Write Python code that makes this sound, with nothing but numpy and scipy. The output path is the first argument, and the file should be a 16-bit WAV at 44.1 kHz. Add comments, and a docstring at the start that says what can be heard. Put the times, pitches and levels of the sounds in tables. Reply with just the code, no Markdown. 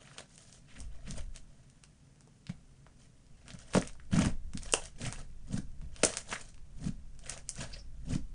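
"""In a small room, thick slime is stretched, folded and kneaded by hand on a wooden table, close to the microphone.
Sticky films tear in a crackle of tiny dying chirps; trapped bubbles snap as filtered noise bursts.
Air squirts through wet folds as resonant flutters; pockets collapse in soft, heavily damped plops.
Low noise thuds and rumbles as the hand works, over still air, microphone hiss and a faint hum."""
import sys
import numpy as np
from scipy import signal
from scipy.fft import rfft, irfft, next_fast_len
from scipy.io import wavfile
from scipy.ndimage import uniform_filter1d

SR = 44100
rng = np.random.default_rng(int(sys.argv[2]) if len(sys.argv) > 2 else 0)


def master(y):
    """Save y as 16-bit WAV."""
    cut = np.clip(np.atleast_2d(y).T, -1, 1)
    pcm = np.round(cut * 32767)  # scale
    wavfile.write(sys.argv[1], SR, pcm.astype(np.int16))


N = 367794
TIME = np.arange(N) / SR

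# Still air and microphone hiss, relative spectrum: [f/Hz, level/dB]
AIR_COLOUR = [(18, -29.5), (30, 6.5), (86, -3.5), (141, 0.5), (331, -14), (675, -20), (821, -23),
              (1510, -25), (4140, -29.5), (5980, -26), (9060, -28.5), (9760, -25.5), (10500, -46),
              (13600, -65.5), (22000, -120)]
# Ring of the room: [f/Hz, t60/s]
ROOM_DECAY = [(200, 0.17), (700, 0.2), (2500, 0.17), (6000, 0.19), (10000, 0.17)]
# Reflections off nearby surfaces: [delay/s, level before each source's trim/dB]
ECHOES = [(0.00073, -22), (.0042, -17.5), (.0071, -31.5), (0.0041, -29), (0.0119, -21)]
# Modes in which the table top rings: [f/Hz, level before trim/dB, t60/s]
TABLE_MODES = [(111, 3.5, 0.03), (189, -13.5, 0.2), (446.2, 2.5, 0.18), (629, -1, 0.033),
               (1090, -15.5, 0.3), (2830, -6, 0.06)]
# Table rumble as the arm leans on it: [t/s, level before trim/dB]
LEAN = [(0, -70), (.68, -61), (.85, -35.5), (1.04, -44.5), (1.2, -33.5), (1.68, -66.5), (2.3, -82),
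        (3.3, -54), (3.8, -52.5), (4.35, -37.5), (4.95, -47.5), (5.1, -44.5), (5.85, -39), (6.2, -50),
        (6.85, -42), (7.55, -48.5), (8.2, -36.5), (8.34, -48)]

# Relative spectra of rumble, pressed mass, wet squelch and thin films: [f/Hz, level/dB]
RUMBLE_COLOUR = [(5, 2), (15, 6.5), (24, 2), (38, -5.5), (60, -5), (85, -17), (140, -26.5), (330, -48.5),
                 (900, -82)]
PRESS_COLOUR = [(60, -12.5), (105, 0.5), (135, 1.5), (200, -4), (260, -4.5), (325, -22), (440, -20.5),
                (800, -31.5), (2000, -55)]
SQUELCH_COLOUR = [(200, -23.5), (380, 2.5), (550, 4), (1000, -3.5), (1500, -0.5), (2100, -1.5), (2850, -2),
                  (3400, -5.5), (4400, -9.5), (6500, -28)]
FIZZ_COLOUR = [(2000, -4.5), (3800, -7.5), (5000, -4), (6500, -1), (8000, -4.5), (9200, -0.5), (10500, -20)]
# Filter that every snap and cavity shares: [f/Hz, gain/dB]
POP_COLOUR = [(300, 19.5), (1000, 1), (1900, -4.5), (2800, -1), (3700, 0), (5000, 2.5), (7200, 0.5),
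              (9400, 3.5), (10500, -10.5)]

# The hand presses or a fold lands, levels before trim:
# [t of full force/s, rise/s, hold/s, wet squelch/dB, fizz of films/dB, thud of the mass/dB]
PRESSES = [(.77, .025, 0.036, -65, -63, -50.5), (1.08, 0.032, 0.044, -57, -56, -42.5),
           (1.175, 0.04, 0.0092, -49, -48.5, -45), (2.495, 0.011, 0.008, -55.5, -62, -47),
           (3.485, 0.11, .07, -61, -64, -57), (3.75, 0.021, 0.019, -37.5, -35, -36),
           (4.132, 0.021, .14, -42.5, -44.5, -27.5), (4.555, .015, 0.015, -70, -66, -43),
           (5.02, 0.042, 0.056, -47.5, -45.5, -38), (5.195, 0.037, .005, -53.5, -53, -47),
           (5.525, 0.054, 0.053, -54, -51, -37), (5.82, .02, 0.033, -70.5, -73.5, -49),
           (6.845, 0.081, 0.035, -56, -52.5, -37.5), (7.595, 0.047, 0.042, -46, -46, -41),
           (8.11, 0.067, 0.042, -54.5, -50.5, -32.5)]
# Slime stretches or peels off the skin, levels before trim:
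# [t of full pull/s, rise/s, hold/s, wet squelch/dB, fizz of films/dB]
PULLS = [(0, .02, 0.15, -62.5, -63.5), (0.182, 0.011, 0.021, -52, -52.5), (0.327, 0.083, 0.26, -69, -61.5),
         (0.711, 0.089, .14, -65.5, -65.5), (0.922, .04, 0.11, -69, -75),
         (1.361, 0.042, 0.011, -63.5, -58.5), (1.498, .1, 0.35, -78.5, -78),
         (2.998, 0.034, 0.054, -73, -66), (3.603, 0.027, .02, -63, -58.5), (3.686, 0.051, 0.2, -60, -58.5),
         (4.626, 0.03, 0.24, -59.5, -54.5), (4.738, 0.023, 0.034, -53.5, -57.5),
         (5.114, 0.019, 0.042, -58.5, -57), (5.977, 0.06, 0.046, -58.5, -57.5),
         (6.042, 0.0085, 0.041, -43, -44), (6.095, .02, 0.056, -52.5, -48),
         (6.173, 0.013, 0.029, -54.5, -48), (6.315, 0.054, 0.021, -44, -42),
         (6.366, 0.018, .05, -58.5, -54), (6.442, 0.032, 0.056, -69.5, -60.5),
         (7.26, 0.068, 0.13, -57.5, -56), (7.295, 0.017, 0.035, -52.5, -50.5),
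         (7.482, 0.055, 0.045, -70, -65.5), (7.691, .03, 0.091, -59.5, -60)]
# Largest air pockets that collapse under the hand: [t/s, level before trim/dB, f at the centre/Hz]
PLOPS = [(1.098, -42.5, 182), (2.5, -34, 168), (3.547, -43.5, 164), (3.752, -21, 610), (3.759, -21, 203),
         (3.773, -19.5, 502), (3.78, -20.5, 209), (4.139, -25, 213), (4.178, -23, 203), (4.191, -17, 195),
         (4.27, -28, 210), (4.553, -34.5, 200), (4.738, -25.5, 559), (5.086, -38.5, 145),
         (5.544, -29.5, 177), (5.588, -31, 213), (6.036, -20, 547), (6.04, -28, 235), (6.049, -26, 487),
         (6.871, -28, 200), (6.895, -30.5, 180), (8.136, -33, 173), (8.159, -27.5, 225)]
# Air squirting through a narrow wet fold: [t of peak/s, level/dB, fold f/Hz, width/Hz, length/s]
SQUIRTS = [(.075, -52, 1890, 600, 0.0025), (0.115, -53.5, 1430, 500, 0.0043), (.165, -57, 900, 400, 0.0033),
           (0.713, -63, 2200, 1100, 0.054), (0.765, -55.5, 1900, 1000, 0.02),
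           (1.076, -57, 2160, 1090, 0.037), (2.866, -52.5, 890, 700, 0.0027),
           (3.8244, -35, 1680, 600, 0.0015), (3.999, -51.5, 1620, 600, 0.0028),
           (4.188, -38, 1200, 350, 0.0074), (4.692, -47.5, 3000, 700, 0.0029),
           (4.7377, -19, 2764, 260, .0011), (4.738, -20, 1010, 352, 0.0011),
           (5.054, -43.5, 2580, 900, 0.015), (5.077, -48.5, 2310, 600, 0.019),
           (6.329, -39.5, 1476, 450, 0.014), (6.331, -45.5, 2660, 500, .016),
           (6.36, -40.5, 1720, 600, 0.011), (7.265, -52, 2300, 896, 0.0068), (7.366, -54, 800, 400, .005),
           (7.738, -47.5, 4700, 500, 0.02), (7.742, -50.5, 2550, 302, 0.0066),
           (7.797, -56.5, 5320, 349, 0.023)]
# Clearest bubbles that burst, levels before POP_COLOUR: [t/s, skin snap/dB, cavity ring/dB, cavity f/Hz]
POPS = [(0.1827, -49, -42, 2090), (0.1925, -53, -48.5, 1490), (0.379, -52.5, -56, 2200),
        (.527, -55, -60, 2600), (0.8036, -48, -61, 2290), (1.109, -44, -48, 2840),
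        (1.3611, -48.5, -51, 2400), (1.7, -63, -70, 2200), (1.8377, -56.5, -54.5, 2110),
        (2.2079, -60.5, -64.5, 1480), (2.2746, -69, -67, 750), (2.4678, -58, -49, 2730),
        (2.4943, -63, -51.5, 1460), (3.4812, -54, -49.5, 2040), (3.5049, -65, -46.5, 2640),
        (3.536, -54.5, -84.5, 2000), (3.5899, -55, -61, 1980), (3.7361, -57, -38, 1780),
        (3.75, -41.5, -27.5, 1200), (3.7695, -49, -32, 1270), (3.814, -43.5, -62, 1740),
        (3.8748, -44.5, -53, 2300), (3.896, -70, -52.5, 1880), (3.933, -61, -67, 2180),
        (3.954, -73, -63, 1080), (4.191, -38, -47, 1780), (4.216, -49, -41, 950), (4.2499, -50, -36, 1430),
        (4.2595, -40.5, -39, 1450), (4.535, -53, -51.5, 1720), (4.5742, -43, -43.5, 2430),
        (4.633, -46.5, -59, 2430), (4.7245, -32.5, -54, 2890), (4.7372, -22, -39, 647),
        (4.839, -55, -55, 2540), (4.8563, -46, -55, 2910), (5.0161, -55, -44, 2560),
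        (5.1255, -41, -43.5, 1420), (5.8148, -68, -59.5, 1585), (5.9629, -55.5, -49.5, 2260),
        (6.033, -35, -31, 1810), (6.0352, -28, -22.5, 1750), (6.039, -28, -52.5, 1940),
        (6.0497, -21, -55.5, 1680), (6.1377, -54, -40.5, 2090), (6.1706, -31.5, -35.5, 1950),
        (6.3272, -59, -33, 1540), (6.544, -64, -60.5, 2180), (6.579, -70, -61, 1780),
        (7.1915, -56, -62.5, 1820), (7.26, -57, -53, 2400), (7.296, -36.5, -49, 2410),
        (7.298, -40, -47, 2090), (7.3766, -49.5, -50, 2210), (7.4917, -32, -46.5, 2500),
        (7.5555, -48.5, -62, 2610)]

EDGE_HZ = 10450
AIR_DB = -63.5
CRACKLE_RELEASE_S, THUD_RELEASE_S, BOARD_RELEASE_S = 0.041, 0.064, 0.6  # fall by 20 dB once the hand stops
CREEP_DB, SETTLE_DB = -81, -67  # slime left to itself still ticks (before trim) and sags
SNAP_HZ, SNAP_HZ_PER_DB = 7300, 26  # pitch of a -40 dB snap; a tauter skin snaps louder and higher
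# Faint bubbles that burst by themselves; the spread is to either side, levels before POP_COLOUR
STRAY_PER_S, STRAY_DB, STRAY_SPREAD_DB, STRAY_HZ = 4.4, -73.5, 2.5, 2007


def gain_of(db):
    """Decibels to amplitude."""
    return 10 ** (np.asarray(db) / 20)


def evened(x):
    """Scales to an rms of one."""
    return x / np.sqrt(np.mean(x ** 2) + 1e-20)


def read(points, hz):
    """Reads a table on a log-frequency axis."""
    f, value = np.transpose(points)
    return np.interp(np.log(hz + 1), np.log(f + 1), value)


def level(rows):
    """Turns a curve of dB into a gain for every sample."""
    return gain_of(np.interp(TIME, *np.transpose(rows)))


def shaped(x, colour):
    """Filters a long signal by a table of gains."""
    size = next_fast_len(N)
    hz = np.fft.rfftfreq(size, 1 / SR)
    spectrum = rfft(x, size) * gain_of(read(colour, hz))
    return irfft(spectrum, size)[:N]


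def coloured(x, colour):
    """Gives a long signal a spectrum, at an rms of one."""
    return evened(shaped(x, colour))


def add(mix, s, sound):
    """Lays a sound into the mix at s seconds, cut off at the end of the mix."""
    part = mix[max(round(s * SR), 0):][:len(sound)]
    part += sound[:len(part)]


def band(x, hz, spread):
    """A damped resonance from hz / spread to hz * spread, at least about a tenth of its pitch wide."""
    spread = max(spread, 1.05)
    edges = [hz / spread, min(hz * spread, SR / 2 - 100)]
    sections = signal.butter(2, edges, "band", fs=SR, output="sos")
    return signal.sosfilt(sections, x)


def rip(noise, swell):
    """A brief random burst under the envelope swell that holds all frequencies about equally."""
    for _ in range(2):
        z = rfft(noise * swell)
        noise = irfft(z / (abs(z) + 1e-12), len(noise))  # flatten the spectrum, keep the phases
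    return noise * np.sqrt(swell)


def murk(colour, size):
    """Low noise of a heavy soft mass, at an even strength over size samples."""
    x = coloured(rng.standard_normal(N), colour)
    power = uniform_filter1d(uniform_filter1d(x ** 2, size=size), size=size)
    return x / np.sqrt(np.abs(power) + 1e-9)


def strokes(rows, release_s, order):
    """Each move of the hand swells, holds and lets go; order picks the dB column that sets its strength."""
    power = np.zeros(N)
    for row in rows:
        s, rise_s, hold_s = row[:3]
        before = np.maximum(s - TIME, 0) / rise_s
        after = np.maximum(TIME - s - hold_s, 0) / release_s
        below = before + after  # in steps of 20 dB
        near = below < 4
        power[near] += gain_of(row[order] - 20 * below[near]) ** 2
    return np.sqrt(power)


def room_tone(hum_hz=136, hum_db=-65):
    """Still air, microphone hiss and the faint wavering hum of a distant appliance: narrow-band noise."""
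    air = coloured(rng.standard_normal(N), AIR_COLOUR)
    hum = evened(band(rng.standard_normal(N), hum_hz, 1))
    return gain_of(AIR_DB) * air + gain_of(hum_db) * hum


def room(x, tail_db, echo_db, gap_s=0.00076):
    """Adds a few near echoes and a short dense noise tail that decays at its own rate in each band."""
    t = TIME[:SR // 2]
    hz, at, z = signal.stft(rng.standard_normal(len(t)), SR, nperseg=256)
    decay = gain_of(-60 * at / read(ROOM_DECAY, hz)[:, None])
    tail = signal.istft(z * decay, SR, nperseg=256)[1][:len(t)]
    tail = tail * (1 - np.exp(-(t / gap_s) ** 2))  # a soft gap after the direct sound
    response = gain_of(tail_db) * tail / np.linalg.norm(tail)
    for delay, db in ECHOES:
        add(response, delay, gain_of([db + echo_db]))
    return x + signal.fftconvolve(x, response)[:N]


def table_ring(x):
    """Whatever happens in the slime also shakes the board it sticks to: a sum of decaying modes."""
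    t = TIME[:SR // 2]
    response = np.zeros(len(t))
    for hz, db, t60 in TABLE_MODES:
        decay = np.log(1000) / t60
        mode = np.exp(-decay * t) * np.cos(2 * np.pi * hz * t)
        response += gain_of(db) * 2 * decay / SR * mode  # unit gain at resonance before db
    return signal.fftconvolve(x, response)[:N]


def rumble(lean_db=-2, push_db=-6):
    """The table rumbles under the leaning arm, and more with every press."""
    lean = gain_of(lean_db) * level(LEAN)
    push = gain_of(push_db) * strokes(PRESSES, BOARD_RELEASE_S, order=5)
    return murk(RUMBLE_COLOUR, size=6000) * np.hypot(lean, push)


def shifting(press_db=-2.5, drag_db=-6):
    """The mass thuds under each press, is dragged along by each pull, and sags in between."""
    thud = gain_of(press_db) * strokes(PRESSES, THUD_RELEASE_S, order=5)
    drag = gain_of(drag_db) * strokes(PULLS, THUD_RELEASE_S, order=3)
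    strength = np.sqrt(thud ** 2 + drag ** 2 + gain_of(SETTLE_DB) ** 2)
    return murk(PRESS_COLOUR, size=1500) * strength


def plops(rise_cycles=0.64, fall_cycles=0.65, glide=0.12, plop_db=-1.5):
    """A collapsing pocket gives two or three heavily damped swings, rising in pitch as it shrinks."""
    out = np.zeros(N)
    t = np.arange(-.03, .03, 1 / SR)
    for s, db, hz in PLOPS:
        cycles = hz * t
        width = np.where(cycles < 0, rise_cycles, fall_cycles)
        swell = np.exp(-(cycles / width) ** 2 / 2)
        swing = np.sin(2 * np.pi * (cycles + glide * cycles ** 2 / 2))
        add(out, s + t[0], np.sqrt(2) * gain_of(db + plop_db) * swell * swing)
    return out


def squirts():
    """A short flutter of air swells and fades in the resonance of a fold."""
    out = np.zeros(N)
    t = np.arange(-.07, .07, 1 / SR)
    hz = np.fft.rfftfreq(len(t), 1 / SR)
    airs = rng.standard_normal((len(SQUIRTS), len(t)))
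    for (s, db, fold_hz, width_hz, length), air in zip(SQUIRTS, airs):
        swell = np.exp(-2 * (t / length) ** 2)
        detune = (hz ** 2 - fold_hz ** 2) / (hz + 1) / width_hz
        resonance = 1 / (1 + 1j * detune / 2) ** 2
        puff = irfft(rfft(rip(air, swell)) * resonance, len(t))
        loudness = np.linalg.norm(swell) / np.linalg.norm(puff)
        add(out, s + t[0], gain_of(db) * puff * loudness)
    return out


def grains(low_hz, high_hz, per_s, cycles, size_db, count=28):
    """Countless tiny bubbles of count pitches: each a short dying chirp, most faint and a few stronger."""
    out, t = np.zeros(N), TIME[:400]
    used = int(per_s * N / SR / count)
    for hz in np.geomspace(low_hz, high_hz, count):
        places, sizes = rng.random((2, used))
        strength = np.minimum(-np.log(1 - sizes), 4.5)
        clicks = np.bincount((places * N).astype(int), gain_of(size_db * strength), N)
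        chirp = np.exp(-hz * t / cycles) * np.sin(2 * np.pi * hz * t * (1 + 10 * t))
        out += rng.choice([-1, 1]) * signal.oaconvolve(clicks, chirp * hz)[:N]
    return out


def crackle(squelch_db=-1, fizz_db=-2.5, clump_db=3.0):
    """Skin peels off slime and folds close, in uneven slips: larger bubbles squelch, thin films fizz."""
    wet = coloured(grains(433, 4870, per_s=1700, cycles=3.94, size_db=3.0), SQUELCH_COLOUR)
    fine = coloured(grains(3000, 10500, per_s=2900, cycles=6.5, size_db=0.5), FIZZ_COLOUR)
    unevenness = evened(uniform_filter1d(rng.standard_normal(N), size=260))
    slips = evened(gain_of(clump_db * unevenness))
    moves, creep = PRESSES + PULLS, gain_of(CREEP_DB)
    wet_strength = np.hypot(strokes(moves, CRACKLE_RELEASE_S, order=3), creep)
    fine_strength = np.hypot(strokes(moves, CRACKLE_RELEASE_S, order=4), creep)
    squelch = gain_of(squelch_db) * wet * wet_strength
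    fizz = gain_of(fizz_db) * fine * fine_strength
    return slips * (squelch + fizz)


def stray_pops():
    """Faint bubbles at random moments, as rows like those of POPS, within half an octave of STRAY_HZ."""
    rows = []
    for when, skin, hollow, pitch in rng.random((int(STRAY_PER_S * N / SR), 4)):
        skin_db = STRAY_DB + STRAY_SPREAD_DB * (2 * skin - 1)
        hollow_db = STRAY_DB + STRAY_SPREAD_DB * (2 * hollow - 1)
        rows.append((when * N / SR, skin_db, hollow_db, STRAY_HZ * 2 ** (pitch - .5)))
    return rows


def pops(tear_s=0.0005, ring_s=0.00064, snap_spread=1.36, cavity_spread=1.62, lead_s=.0004):
    """A bubble's skin rips within about two milliseconds with a bright snap; the opened cavity rings briefly."""
    out, bubbles = np.zeros(N), POPS + stray_pops()
    t, span = TIME[:1024], .004 * SR
    noises = rng.standard_normal((len(bubbles), 2, len(t)))
    for (s, skin_db, hollow_db, hollow_hz), noise in zip(bubbles, noises):
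        skin_hz = SNAP_HZ + SNAP_HZ_PER_DB * (skin_db + 40)
        snap = band(rip(noise[0], t * np.exp(-t / tear_s)), skin_hz, snap_spread)
        ring = band(rip(noise[1], t * np.exp(-t / ring_s)), hollow_hz, cavity_spread)
        pop = gain_of(skin_db) * evened(snap) + gain_of(hollow_db) * evened(ring)
        add(out, s - lead_s, pop * np.sqrt(span / len(t)))  # levels refer to a span of 4 ms
    return shaped(out, POP_COLOUR)


def scene(ring_db=-2):
    """Mixes slime, table and room into one channel."""
    snaps = pops()
    sticky = crackle() + squirts()
    pockets = plops()
    slime = room(snaps, tail_db=-6.5, echo_db=6)
    slime += room(sticky, tail_db=-6.0, echo_db=-7)
    slime += room(pockets, tail_db=-5.0, echo_db=-1.5)
    board = gain_of(ring_db) * table_ring(snaps + sticky + pockets)
    return (room_tone() + rumble() + shifting() + board + slime)[None]


def record(dry):
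    """The recorder's band limit: a low-pass at EDGE_HZ."""
    taps = signal.firwin(121, EDGE_HZ, window=("kaiser", 8), fs=SR)
    return signal.oaconvolve(dry, taps[None], "same", axes=1)


dry = scene()
out = record(dry)
master(out)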